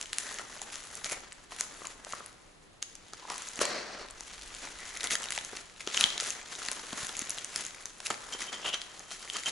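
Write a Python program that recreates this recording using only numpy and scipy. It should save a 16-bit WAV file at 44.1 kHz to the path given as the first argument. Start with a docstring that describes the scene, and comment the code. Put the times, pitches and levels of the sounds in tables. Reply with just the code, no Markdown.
"""Bubble wrap crackles as hands turn and unwrap a tool over a desk in a small bare room.
Countless tiny creases excite the film and its air cushions as noise bursts; folds and tape let go as
short snaps. Cushions and bumps thud as brief damped tones, a knife rubs and then sweeps along the desk,
and the metal inside rings in decaying modes. Sparse echoes, steady hush and a low rumble surround it."""
import sys
import numpy as np
from scipy import signal
from scipy.fft import rfft, irfft, next_fast_len
from scipy.io import wavfile
from scipy.ndimage import uniform_filter1d

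SR = 44100
rng = np.random.default_rng(int(sys.argv[2]) if len(sys.argv) > 2 else 0)


def store_wav(level_fs):
    """Save 16-bit WAV to argv[1]."""
    pcm = np.round(np.clip(np.atleast_2d(level_fs), -1, 1) * 32767)
    wavfile.write(sys.argv[1], SR, pcm.T.astype(np.int16))


N = 419391

# Steady work of the hands: t/s, effort level/dB, cushion level re effort/dB, crisp-edge level re effort/dB
HAND_WORK = [(0, -53, 0, -3), (.09, -55.5, -2.5, -6), (.2, -46, -7.5, 5), (.43, -50.5, 1, 0.5),
             (.9, -51.5, -2, 5.5), (1.15, -47, -1, 4), (1.2, -54.5, -1.5, -8), (1.46, -63, -2, 3),
             (1.5, -73, -6, -20), (1.57, -59.5, 3.5, 8), (1.85, -50, -2.5, 2), (2.02, -62, 5.5, 2),
             (2.18, -52.5, 0, -5), (2.4, -64.5, 2.5, 2.5), (2.79, -80, 2, 14), (2.9, -62, -10, 2),
             (3.12, -56.5, -4.5, -6), (3.4, -47, -12, -1.5), (3.66, -48.5, 6.5, 3), (3.8, -53.5, 10, -18),
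             (4.13, -55, 2, -12), (4.2, -51.5, -6, -2), (4.95, -47, -4, 0), (5.2, -49, 3, 1),
             (5.45, -49.5, -3.5, 5), (5.75, -58, -5, -3), (6.1, -41.5, -5.5, -9), (6.45, -51.5, -2.5, -9),
             (6.6, -47, -2, 2), (7.4, -47.5, -4.5, -3.5), (7.95, -56, -1.5, 3.5), (8.15, -51, 1.5, 3.5),
             (8.6, -48.5, -1, -4), (9.07, -55.5, -1.5, 2.5), (9.51, -45.5, -10, 4.5)]
# Handfuls of film crumpling: t of the height/s, effort level/dB, settling time/s,
# cushion level re effort/dB, crisp-edge level re effort/dB
CRUMPLE_EVENTS = [(0.005, -46, 0.036, -4.5, 1), (.134, -57, 0.012, -27, 15), (0.288, -52, 0.081, 1.5, -6),
                  (0.75, -49.5, 0.048, -2, 1), (1.058, -36.5, 0.01, -11, -3),
                  (1.121, -41.5, 0.014, -2, 9.5), (1.533, -46.5, 0.036, -3.5, 3),
                  (1.601, -42, 0.021, -22, 6), (1.854, -44.5, 0.0099, -22, -16),
                  (2.107, -49.5, 0.056, -9, 5.5), (2.827, -39, 0.007, -22, -2),
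                  (3.138, -51.5, 0.014, -4, -11), (3.319, -43.5, 0.038, -4.5, -1),
                  (3.614, -28, 0.013, -3, 0), (4.641, -48.5, 0.018, 3.5, -10), (5.041, -37, 0.012, -1.5, 0),
                  (5.124, -34.5, 0.018, -5, 6), (5.336, -46, 0.038, -27, 1), (5.542, -45, 0.05, -4.5, -4),
                  (5.815, -48, 0.027, -5, 2), (5.881, -41.5, 0.022, -6, -8), (5.966, -32.5, 0.049, -11, -4),
                  (6.021, -35.5, 0.039, -3.5, 2.5), (6.25, -40.5, 0.064, -8.5, 4.5),
                  (6.52, -46.5, 0.058, -17, 1), (6.656, -42.5, 0.076, -10, -3),
                  (7.006, -42, 0.079, -5, 1.5), (7.178, -44.5, 0.033, -1.5, -1),
                  (7.59, -43, 0.076, -6.5, 3), (8.059, -40, .012, -25, 7.5), (8.108, -36.5, 0.0091, 1, -9),
                  (8.331, -38.5, 0.013, -5, -1), (8.411, -39, 0.034, -10.5, 0),
                  (8.533, -36, 0.0097, -3, -20), (8.665, -37.5, 0.027, 0.5, -2.5),
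                  (8.741, -39, 0.013, -4.5, -7), (9.124, -46.5, 0.035, -18, 1.5),
                  (9.24, -47, 0.036, -2.5, -6), (9.361, -37.5, 0.028, -7.5, -6),
                  (9.474, -38, 0.029, -5, -13)]
# Air pockets held in a fold: start t/s, end t/s, f/Hz, level re film/dB
AIR_POCKETS = [(0.21, 0.397, 1780, -1), (1.05, 1.166, 2200, -3), (4.805, 5.16, 2040, -3.5),
               (5.02, 5.51, 3700, -14), (5.906, 6.12, 3720, -18), (8.629, 8.741, 3010, 4)]
# Folds and tape letting go: t/s, relative level/dB, pitch f/Hz, tautness (crisp edges over film)/dB
SNAP_EVENTS = [(0.013, -19, 6970.0, 2), (0.0274, -22.5, 7080.0, -3), (0.058, -30, 3060, -5),
               (0.1315, -16, 4580, -7), (0.1846, -10, 8240, 8), (0.2683, -27, 1850, -5),
               (0.2913, -27, 1900, -20), (0.3003, -32, 1830, -14), (0.343, -23.5, 6570, 4),
               (0.387, -23.5, 1890, -6), (0.3953, -27, 1550, -12), (0.6176, -23, 6920.0, -10),
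               (0.7569, -22, 6270.0, -2), (0.9537, -20.5, 6700, 26), (1.0447, -17, 6800.0, -7),
               (1.0523, -25, 6090, 9), (1.0596, -22.0, 6730.0, 2.0), (1.098, -19, 2280, 3),
               (1.1296, -16.5, 2330.0, 6.0), (1.3225, -29.5, 3050.0, -6), (1.3281, -28.5, 8090.0, 13),
               (1.5644, -28, 6180, 5), (1.6036, -37, 6370.0, 6.0), (1.6093, -9, 6200, 3),
               (1.639, -30, 8030, 6), (1.8705, -22, 7100.0, 11.0), (2.0486, -25.0, 8100, -10),
               (2.1244, -25.5, 6430.0, -10), (2.2618, -23.5, 7500, 6.0), (2.8266, -17, 6450, 6.0),
               (2.9541, -22.5, 6690.0, 15), (3.135, -24, 4590.0, 0), (3.3012, -18, 5240, -3),
               (3.3809, -20.5, 6400, 11), (3.4215, -24.5, 7110, 8), (3.4876, -23.5, 6830.0, 7),
               (3.534, -28, 3230, 4), (3.558, -26, 6700, 8), (3.5917, -18, 2430.0, 0),
               (3.6154, -10.5, 2070.0, 2), (3.6199, -7.5, 5940.0, 1), (3.654, -12, 7540.0, 2.0),
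               (4.1094, -26.5, 7000, 21), (4.208, -18.5, 5970, 12), (4.4219, -28, 5890.0, -9),
               (4.5492, -26, 7240.0, -9), (4.5657, -29, 5960.0, -5), (4.6735, -28, 2140.0, -19),
               (4.9727, -18, 4110, 5), (5.0082, -20, 3610.0, -7), (5.0119, -22, 2190.0, -7),
               (5.0323, -17, 3450.0, 2), (5.0422, -15, 7140.0, -1), (5.0464, -25, 2000.0, -7),
               (5.059, -25, 1960, 0), (5.0723, -16, 3530.0, -1), (5.0999, -22, 6330.0, 0),
               (5.1042, -15.5, 6750.0, 4), (5.1083, -14.5, 2060.0, -7), (5.122, -19, 3660.0, -14),
               (5.1336, -10, 6560.0, 18), (5.1545, -12, 1720, -4), (5.2014, -25, 7240, 13),
               (5.2219, -21, 7450.0, 2.0), (5.2324, -24.0, 6260.0, -3), (5.2404, -19.5, 3050.0, -2.0),
               (5.2577, -21.5, 6230, -2), (5.287, -23, 3980, -15), (5.3062, -13.5, 7130.0, -2),
               (5.3224, -17, 1910.0, -3), (5.3276, -16.5, 3760.0, -2), (5.3365, -27, 7040, 5),
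               (5.3506, -25.0, 3560.0, 0), (5.362, -26, 7170, 5), (5.3777, -17.5, 1830.0, -12),
               (5.3878, -19.5, 3620.0, -6), (5.4117, -20.0, 5670.0, 0.0), (5.4488, -22, 5920.0, -2),
               (5.5661, -24.0, 5750.0, 4), (5.5698, -25.5, 2080.0, -14.0), (5.8748, -19, 2940, -21),
               (5.9453, -16.5, 3640.0, -17), (5.9611, -19, 2910.0, -5.0), (5.9713, -15, 6890.0, 0),
               (5.9752, -11.5, 3050, -16), (6.0047, -11, 5060, 10), (6.01, -5.0, 3800, -2.0),
               (6.0282, -22, 3190.0, -12), (6.0405, -3.5, 3140, -30), (6.0596, -22, 3700.0, -5.0),
               (6.1793, -16, 3700, -2.0), (6.2013, -16, 4070.0, -15.0), (6.2078, -12, 5850, 7),
               (6.2162, -24, 6980.0, 10), (6.2766, -18, 5510, 12), (6.2994, -21, 6550, 9),
               (6.3051, -13, 6380.0, 10), (6.4146, -33, 2350.0, -17), (6.553, -29, 3880, -12),
               (6.6858, -16, 1950, -15), (6.7159, -14.5, 6540.0, 11.0), (6.7311, -20.0, 6330.0, 2),
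               (6.9302, -22.0, 3460.0, 1), (6.9762, -22, 6430.0, 2.0), (6.9902, -24, 6550, 4),
               (7.0056, -29, 6960, 4), (7.0369, -22.0, 7110.0, 2.0), (7.0472, -16.5, 3490, 6),
               (7.0687, -18.5, 7060, 6.0), (7.093, -23.0, 3390.0, -6.0), (7.1527, -29, 2170, -6),
               (7.1685, -17, 6450.0, 6.0), (7.1833, -29, 7200.0, 6.0), (7.1929, -13.5, 6570.0, 8),
               (7.2157, -21.0, 6300.0, -6), (7.2199, -16.5, 6570.0, 2), (7.296, -15, 4000, 12),
               (7.3057, -12, 6450, 21), (7.3461, -24, 6860.0, 8), (7.378, -26, 3650.0, -3.0),
               (7.3846, -21.5, 3310.0, -3), (7.4462, -14.0, 9200, 9), (7.5607, -12, 5200, 5),
               (7.5742, -22, 7340.0, 10), (7.614, -23, 6030, 10), (7.6512, -20, 6340.0, 4),
               (7.6655, -22, 7080.0, 6.0), (7.7485, -29.5, 6440.0, 1), (7.8569, -19, 5930, 12),
               (8.0034, -26, 1510.0, -1), (8.065, -18, 4740.0, 0.0), (8.0687, -15, 4450.0, -7),
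               (8.104, -14.5, 7500, 8), (8.1431, -25, 2300.0, -14), (8.4413, -27, 6020.0, -11),
               (8.6817, -26, 2920.0, -15.0), (8.7328, -32, 3050.0, -16.0), (8.7435, -19.0, 1800, -15),
               (8.7483, -25, 3010.0, -14), (8.8172, -25, 3380.0, -19), (8.9947, -25.5, 6400.0, 17),
               (9.1139, -27, 3340.0, -8), (9.1212, -25.0, 5930.0, -4), (9.3002, -20, 3140.0, -6),
               (9.3366, -26, 7000, 10), (9.46, -19, 6400, -7)]
# Kinds of fold that small snaps pick from: central pitch f/Hz, tautness/dB
FOLD_KINDS = [(2000, -11.5), (3760, 1), (6900, -1), (5800, -5)]
# Squeezed cushions and bumps of the parcel: t/s, relative level/dB, pitch f/Hz
THUD_EVENTS = [(0.397, -35, 1340), (0.6174, -42, 800), (1.06, -36, 607), (1.1238, -34.0, 505),
               (1.1733, -40, 540), (1.5208, -39, 1060.0), (1.61, -31.5, 1430), (1.8187, -32, 1190),
               (1.847, -39, 1220), (1.857, -37.5, 1040), (2.0692, -37.5, 680.0), (2.1351, -27.0, 1250.0),
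               (2.2064, -36, 1220.0), (3.1352, -38, 1250), (3.2528, -41, 910), (3.3038, -30.5, 990),
               (3.32, -33, 925), (3.418, -40, 1350.0), (3.5928, -32.5, 310.0), (3.6154, -19, 580),
               (3.6555, -31, 1120), (3.6956, -34, 595), (4.0139, -41, 415), (4.209, -40.5, 860.0),
               (4.6745, -36, 790.0), (5.1567, -39, 1310), (5.3795, -32.5, 885), (5.5329, -38, 415),
               (5.8747, -30.5, 390), (5.9463, -34.5, 1040), (6.0089, -32, 1370), (6.046, -36.5, 200),
               (6.2247, -34.5, 530), (6.686, -33, 1310), (6.9315, -33.5, 232), (7.034, -39.5, 148),
               (7.0965, -39, 830), (7.221, -36, 258), (7.3784, -37.5, 1240.0), (8.0037, -42, 1040),
               (8.1055, -24.5, 910), (8.3493, -35.0, 390.0), (8.5289, -38, 1280), (8.6702, -32.0, 1280.0),
               (9.1144, -38.5, 1340), (9.3606, -33, 1290)]
# Blade rubbing on the film: t/s, level/dB, pitch f/Hz
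BLADE_RUB = [(3.21, -73, 967), (3.224, -54, 970), (3.256, -52, 920), (3.274, -57, 950), (3.302, -40, 1040),
             (3.372, -55, 1010), (3.44, -55, 961)]
# Knife cutting through and sweeping along the desk: t/s, level/dB
KNIFE_SWEEP = [(3.61, -58), (3.63, -35), (3.75, -38.5), (3.9, -47.5), (4.03, -45.5), (4.09, -78)]
# Jolts to the metal: t/s, level/dB, upper modes re lowest/dB, share of the free ring time left by the grip
METAL_JOLTS = [(8.326, -32, -1, .45), (8.477, -36, -20, 0.26), (8.537, -34.5, -20, 0.65),
               (8.675, -26.5, -20, .3), (8.738, -36.5, 5, 0.54), (9.343, -39, -9, .65),
               (9.459, -25.5, -14, 0.85)]
# Free modes of the metal, lowest first: f/Hz, level/dB, 60 dB decay time/s
METAL_MODES = [(3127, 0, 0.17), (6060, -3, 0.12), (7000, -5, .12)]
# Low rumble that comes and goes: t/s, relative level/dB
RUMBLE_LEVEL = [(0, -63), (2.0, -62.5), (2.2, -75), (3.5, -79), (4.1, -57.5), (5.1, -60), (5.4, -63),
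                (7.2, -70.5), (9.51, -74)]
# Response of the film: f/Hz, relative level/dB
FILM_RESPONSE = [(600, -57.0), (1300, -3.0), (2000, 1.0), (3300, 2.5), (5000, 0.0), (7000, -1.0),
                 (12000, -32.0)]
# Response of the crisp edges: f/Hz, relative level/dB
CRISP_RESPONSE = [(3000, -11), (5000, -8.5), (6600, 3.5), (8000, -0.5), (9300, -2.5), (10800, 5),
                  (14000, 0)]
# Response of the air cushions: f/Hz, relative level/dB
CUSHION_RESPONSE = [(100, -15), (250, -3), (600, -0.5), (1200, 0), (2000, -6.5), (4000, -51)]
# Response of the desk under the sweeping knife: f/Hz, relative level/dB
DESK_RESPONSE = [(90, -46), (150, -13), (375, -2.5), (500, -1), (632, 3.5), (812, -9), (1120, -6.5),
                 (1960, -3.5), (3600, -12), (4300, -2), (5000, -8), (5600, -7), (11000, -28.5)]
# Spectrum of room tone and microphone noise: f/Hz, relative level per Hz/dB
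HUSH_SPECTRUM = [(12, -21), (20, 4.5), (59, -9), (92, -3), (127, -6.5), (174, -4.5), (259, -7.5), (303, -5),
                 (4480, -19), (6660, -27), (11000, -27), (14300, -63), (22000, -120)]
# Left-right likeness of that noise: f/Hz, correlation (0 to 1)
HUSH_LIKENESS = [(25, 1), (100, 0.33), (500, 0.067), (4000, 0.058), (11000, 0.18)]
# Decay of the echoes from the walls: f/Hz, 60 dB decay time/s
WALL_DECAY = [(200, 0.5), (1000, 0.64), (4000, 0.5), (10000, 0.4)]
# Falling top of the band: f/Hz, level/dB
TOP_RESPONSE = [(11000, -0.5), (11150, -21.5), (11600, -26.5), (12400, -56)]

HUSH_DB, ECHO_DB = -58, -9
LEFT_OVER_RIGHT_DB = 1.5
BAND_EDGE_HZ = 12409
BARED_S = 8.32  # the wrap comes off the metal
RUSTLE_WIDE_DB, SNAP_WIDE_DB = -11, -15.5  # part that differs between the sides, re shared part
GRIP_SHARE = 0.54  # build-up time of a crumple over its settling time
SNAP_S, SNAP_CYCLES = .0004, 1  # decay time of a snap: a fixed time plus cycles of its pitch
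TICKS_PER_S = 55
TICK_DB, TICK_SPREAD_DB = 10, 4  # small snaps re effort of the hands
BREAK = 2.49  # impulse at the instant of letting go, re the noise around it


def gain_of(db):
    """Level definition: amplitude ratio is 10 to the power dB/20."""
    return 10 ** (np.asarray(db) / 20)


def evened(x):
    """Normalization: mean power is set to one."""
    return x / np.sqrt(np.mean(x ** 2) + 1e-20)


def read(points, hz):
    """Interpolation: a curve is linear between points on a log-frequency axis."""
    f, value = np.transpose(points)
    return np.interp(np.log(hz + 1), np.log(f + 1), value)


def colour(x, points):
    """Linear filtering: the spectrum of x is multiplied by a response."""
    size = next_fast_len(N)
    response = gain_of(read(points, np.fft.rfftfreq(size, 1 / SR)))
    return irfft(rfft(x, size) * response, size)[..., :N]


def add(mix, s, sound):
    """Superposition: a sound is summed into the mix from s seconds on."""
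    part = mix[..., round(s * SR):][..., :sound.shape[-1]]
    part += sound[..., :part.shape[-1]]


def played(rows):
    """Time interpolation: columns at every sample, the level in the first being silent outside."""
    s, db, *others = np.transpose(rows)
    t = np.arange(N) / SR
    level_db = np.interp(t, s, db, -200, -200)
    return level_db, *(np.interp(t, s, column) for column in others)


def sides(pair, wide_db):
    """Sum and difference stereo: a shared part plus or minus a differing part."""
    shared, differing = pair
    difference = gain_of(wide_db) * differing
    return np.array([shared + difference, shared - difference])


def resonate(x, hz, width_hz):
    """Heterodyne resonance: shift hz to zero, smooth with a double pole, shift back."""
    turn = np.exp(2j * np.pi * np.cumsum(hz * np.ones(N)) / SR)
    r = np.exp(-np.pi * width_hz / SR)
    smoothed = signal.lfilter([1], [1, -2 * r, r * r], x / turn)
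    return evened((turn * smoothed).real)


def creases(per_s, spread_db, clump_db, width_ms):
    """Shot noise: random buckles, a few large, come in clumps and drive two noises alike."""
    slow = uniform_filter1d(rng.standard_normal(N), size=700)
    clumps = evened(uniform_filter1d(slow, size=400))
    happens = rng.random(N) < per_s / SR
    size = gain_of(spread_db * np.minimum(rng.exponential(1, N), 4)) * happens
    burst = np.exp(-np.arange(400) / SR / (width_ms / 1000))  # decay of power
    power = abs(signal.oaconvolve(size ** 2, burst)[:N])
    return gain_of(clump_db * clumps) * np.sqrt(power) * rng.standard_normal((2, N))


def effort():
    """Addition of powers: steady hand work plus crumples sets film, cushion and crisp-edge gains."""
    t = np.arange(0, N + 64, 64) / SR
    s, *columns = np.transpose(HAND_WORK)
    effort_db, pressure_db, taut_db = (np.interp(t, s, column) for column in columns)
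    power = gain_of([effort_db, effort_db + pressure_db, effort_db + taut_db]) ** 2
    for s, db, length, pressure_db, taut_db in CRUMPLE_EVENTS:
        since = (t - s) / max(length, .004)
        swell = np.exp(-np.where(since < 0, since / GRIP_SHARE, since) ** 2)
        peaks = gain_of(db + np.array([[0], [pressure_db], [taut_db]]))
        power = power + swell * peaks ** 2
    return [np.interp(np.arange(N) / SR, t, np.sqrt(p)) for p in power]


def rustle(film_gain, cushion_gain, crisp_gain):
    """Broadband excitation: creases shake film, pockets, crisp edges and, more smoothly, cushions."""
    t = np.arange(N) / SR
    fine = evened(creases(per_s=1500, spread_db=2.5, clump_db=2.0, width_ms=0.98))
    coarse = evened(creases(per_s=360, spread_db=3.0, clump_db=2.0, width_ms=2.9))
    film = evened(colour(0.84 * fine + 0.57 * coarse, FILM_RESPONSE))
    for start, end, hz, db in AIR_POCKETS:
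        held = np.interp(t, [start - .02, start, end, end + .02], [0, 1, 1, 0])
        film = film + gain_of(db) * held * resonate(coarse, hz, width_hz=0.32 * hz)
    # once the tool lies bare, the creases also ring its lowest mode
    bared = t > BARED_S
    film = film + gain_of(-9.0) * bared * resonate(coarse, METAL_MODES[0][0], width_hz=60)
    crisp = evened(colour(fine, CRISP_RESPONSE))
    cushion = evened(colour(0.74 * fine + coarse, CUSHION_RESPONSE))
    total = film_gain * film + crisp_gain * crisp + cushion_gain * cushion
    return sides(gain_of(-3.0) * total, RUSTLE_WIDE_DB)


def walls(x):
    """Reverberation: sparse echoes of random sign, each band decaying exponentially at its own rate."""
    taps = np.zeros((2, SR))
    slots = np.arange(120, SR - 20, 20)  # one echo in every 20 samples
    at = slots + rng.integers(0, 20, (2, len(slots)))
    np.put_along_axis(taps, at, rng.choice([-1., 1.], at.shape), 1)
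    hz, t, z = signal.stft(taps, SR, nperseg=256)
    decay = gain_of(-60 * t / read(WALL_DECAY, hz)[:, None])
    tail = signal.istft(z * decay, SR, nperseg=256)[1]
    return signal.fftconvolve(x[None], tail / np.linalg.norm(tail[0]), axes=1)[:, :N]


def hush():
    """Partial coherence: steady room and microphone noise shares a frequency-dependent part."""
    a, b = (rfft(v) for v in rng.standard_normal((2, N)))
    hz = np.fft.rfftfreq(N, 1 / SR)
    same = np.clip(read(HUSH_LIKENESS, hz), -1, 1)
    pair = np.array([a, same * a + np.sqrt(1 - same ** 2) * b])
    return gain_of(HUSH_DB) * evened(irfft(pair * gain_of(read(HUSH_SPECTRUM, hz)), N))


def rumble():
    """Band-limited noise: a deep band of 12 to 50 Hz, alike on both sides."""
    band = signal.butter(3, [12, 50], "band", fs=SR, output="sos")
    deep = signal.sosfilt(band, rng.standard_normal(N))
    return gain_of(played(RUMBLE_LEVEL)[0] - 3.0) * evened(deep)


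def snaps(rows):
    """Sudden release: an impulse in a wide noise burst, strongest near its pitch."""
    out, t, hz = np.zeros((2, N)), np.arange(1024) / SR, np.fft.rfftfreq(1024, 1 / SR)
    lead = .003  # s of rise ahead of the release
    instant = np.arange(1024) == round(lead * SR)
    noise = rng.standard_normal((len(rows), 2, 1024))
    for (s, db, pitch_hz, taut_db), a in zip(rows, noise):
        since = (t - lead) / (SNAP_S + SNAP_CYCLES / pitch_hz)
        shape = np.exp(np.where(since < 0, 1.88 * since, -since))  # quick rise, slower fall
        peak = 0.59 + 1 / (1 + ((hz - pitch_hz) / (250 + .03 * pitch_hz)) ** 2)
        film = gain_of(read(FILM_RESPONSE, hz) - .5 * taut_db)
        crisp = gain_of(read(CRISP_RESPONSE, hz) + .5 * taut_db)
        burst = a * shape + BREAK * np.sign(a[:, :1]) * instant
        crack = irfft(rfft(burst) * peak * (film + crisp))
        add(out, s - lead, gain_of(db + 1.9) * crack / abs(crack).max(axis=1, keepdims=True))
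    return sides(out, SNAP_WIDE_DB)


def ticks(film_gain):
    """Random point process: rows of small snaps whose level follows the effort of the hands."""
    when, size, fold, tune = rng.random((round(TICKS_PER_S * N / SR), 4)).T
    at = 200 + (when * (N - 400)).astype(int)
    excess = np.minimum(-np.log(1 - size), 2)  # capped exponential spread
    db = 20 * np.log10(film_gain[at]) + TICK_DB + TICK_SPREAD_DB * excess
    hz, taut_db = np.array(FOLD_KINDS)[(fold * len(FOLD_KINDS)).astype(int)].T
    return list(zip(at / SR, db, hz * (1 + 0.56 * (tune - .5)), taut_db))


def thuds():
    """Heavy damping: a squeezed cushion or bump gives a few cycles inside a wider puff of noise."""
    out, t = np.zeros((2, N)), np.arange(1500) / SR
    noise = rng.standard_normal((len(THUD_EVENTS), 2, 1500))
    body = gain_of(read(CUSHION_RESPONSE, np.fft.rfftfreq(1500, 1 / SR)))
    for (s, db, hz), a in zip(THUD_EVENTS, noise):
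        rise = 0.001 + 0.18 / hz
        shape = t / rise * np.exp(1 - t / rise)
        puff = 0.54 * evened(irfft(rfft(a) * body))
        puff[0] += np.sin(2 * np.pi * hz * t)  # the tone is in the shared part only
        add(out, s - rise, gain_of(db - 0.5) * shape * puff)
    return sides(out, RUSTLE_WIDE_DB)


def knife():
    """Friction: uneven slips ring the film near one pitch; the sweep is a smooth rush through the desk."""
    rub_db, hz = played(BLADE_RUB)
    slips = creases(per_s=300, spread_db=3, clump_db=1, width_ms=3)
    rub = gain_of(rub_db) * resonate(slips, hz, width_hz=410)
    rush = colour(creases(per_s=2200, spread_db=0, clump_db=1, width_ms=3), DESK_RESPONSE)
    sweep = gain_of(played(KNIFE_SWEEP)[0]) * evened(rush)
    return sides(rub + sweep, RUSTLE_WIDE_DB)


def metal():
    """Modal ringing: each jolt is a short uneven scrape exciting modes that the hand damps."""
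    out, t = np.zeros(N), np.arange(SR // 3) / SR
    fade = np.exp(-np.arange(2000) / SR / 0.01)
    scrapes = rng.standard_normal((len(METAL_JOLTS), 2000)) * fade
    for (s, db, upper_db, free), scrape in zip(METAL_JOLTS, scrapes):
        lowest, *upper = (gain_of(mode_db - 60 * t / (t60 * free)) * np.sin(2 * np.pi * hz * t)
                          for hz, mode_db, t60 in METAL_MODES)
        low = signal.fftconvolve(scrape, lowest)
        high = signal.fftconvolve(scrape, sum(upper))
        ring = low / abs(low).max() + gain_of(upper_db) * high / abs(high).max()
        add(out, s, gain_of(db) * ring)
    return out


def scene():
    """Superposition: direct sound and echoes lean left over the hush and rumble."""
    gains = effort()
    parcel = rustle(*gains) + snaps(SNAP_EVENTS) + snaps(ticks(gains[0])) + thuds() + knife() + metal()
    echoes = walls(parcel.mean(axis=0))
    balance = gain_of([[LEFT_OVER_RIGHT_DB / 2], [-LEFT_OVER_RIGHT_DB / 2]])
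    leaning = (parcel + gain_of(ECHO_DB) * echoes) * balance
    return leaning + hush() + rumble()


def record(dry):
    """Band limitation: the top of the band falls away, then a steep low-pass ends it."""
    low_pass = signal.firwin(301, BAND_EDGE_HZ, window=("kaiser", 9), fs=SR)
    return signal.oaconvolve(colour(dry, TOP_RESPONSE), low_pass[None], "same")


dry = scene()
out = record(dry)
store_wav(out)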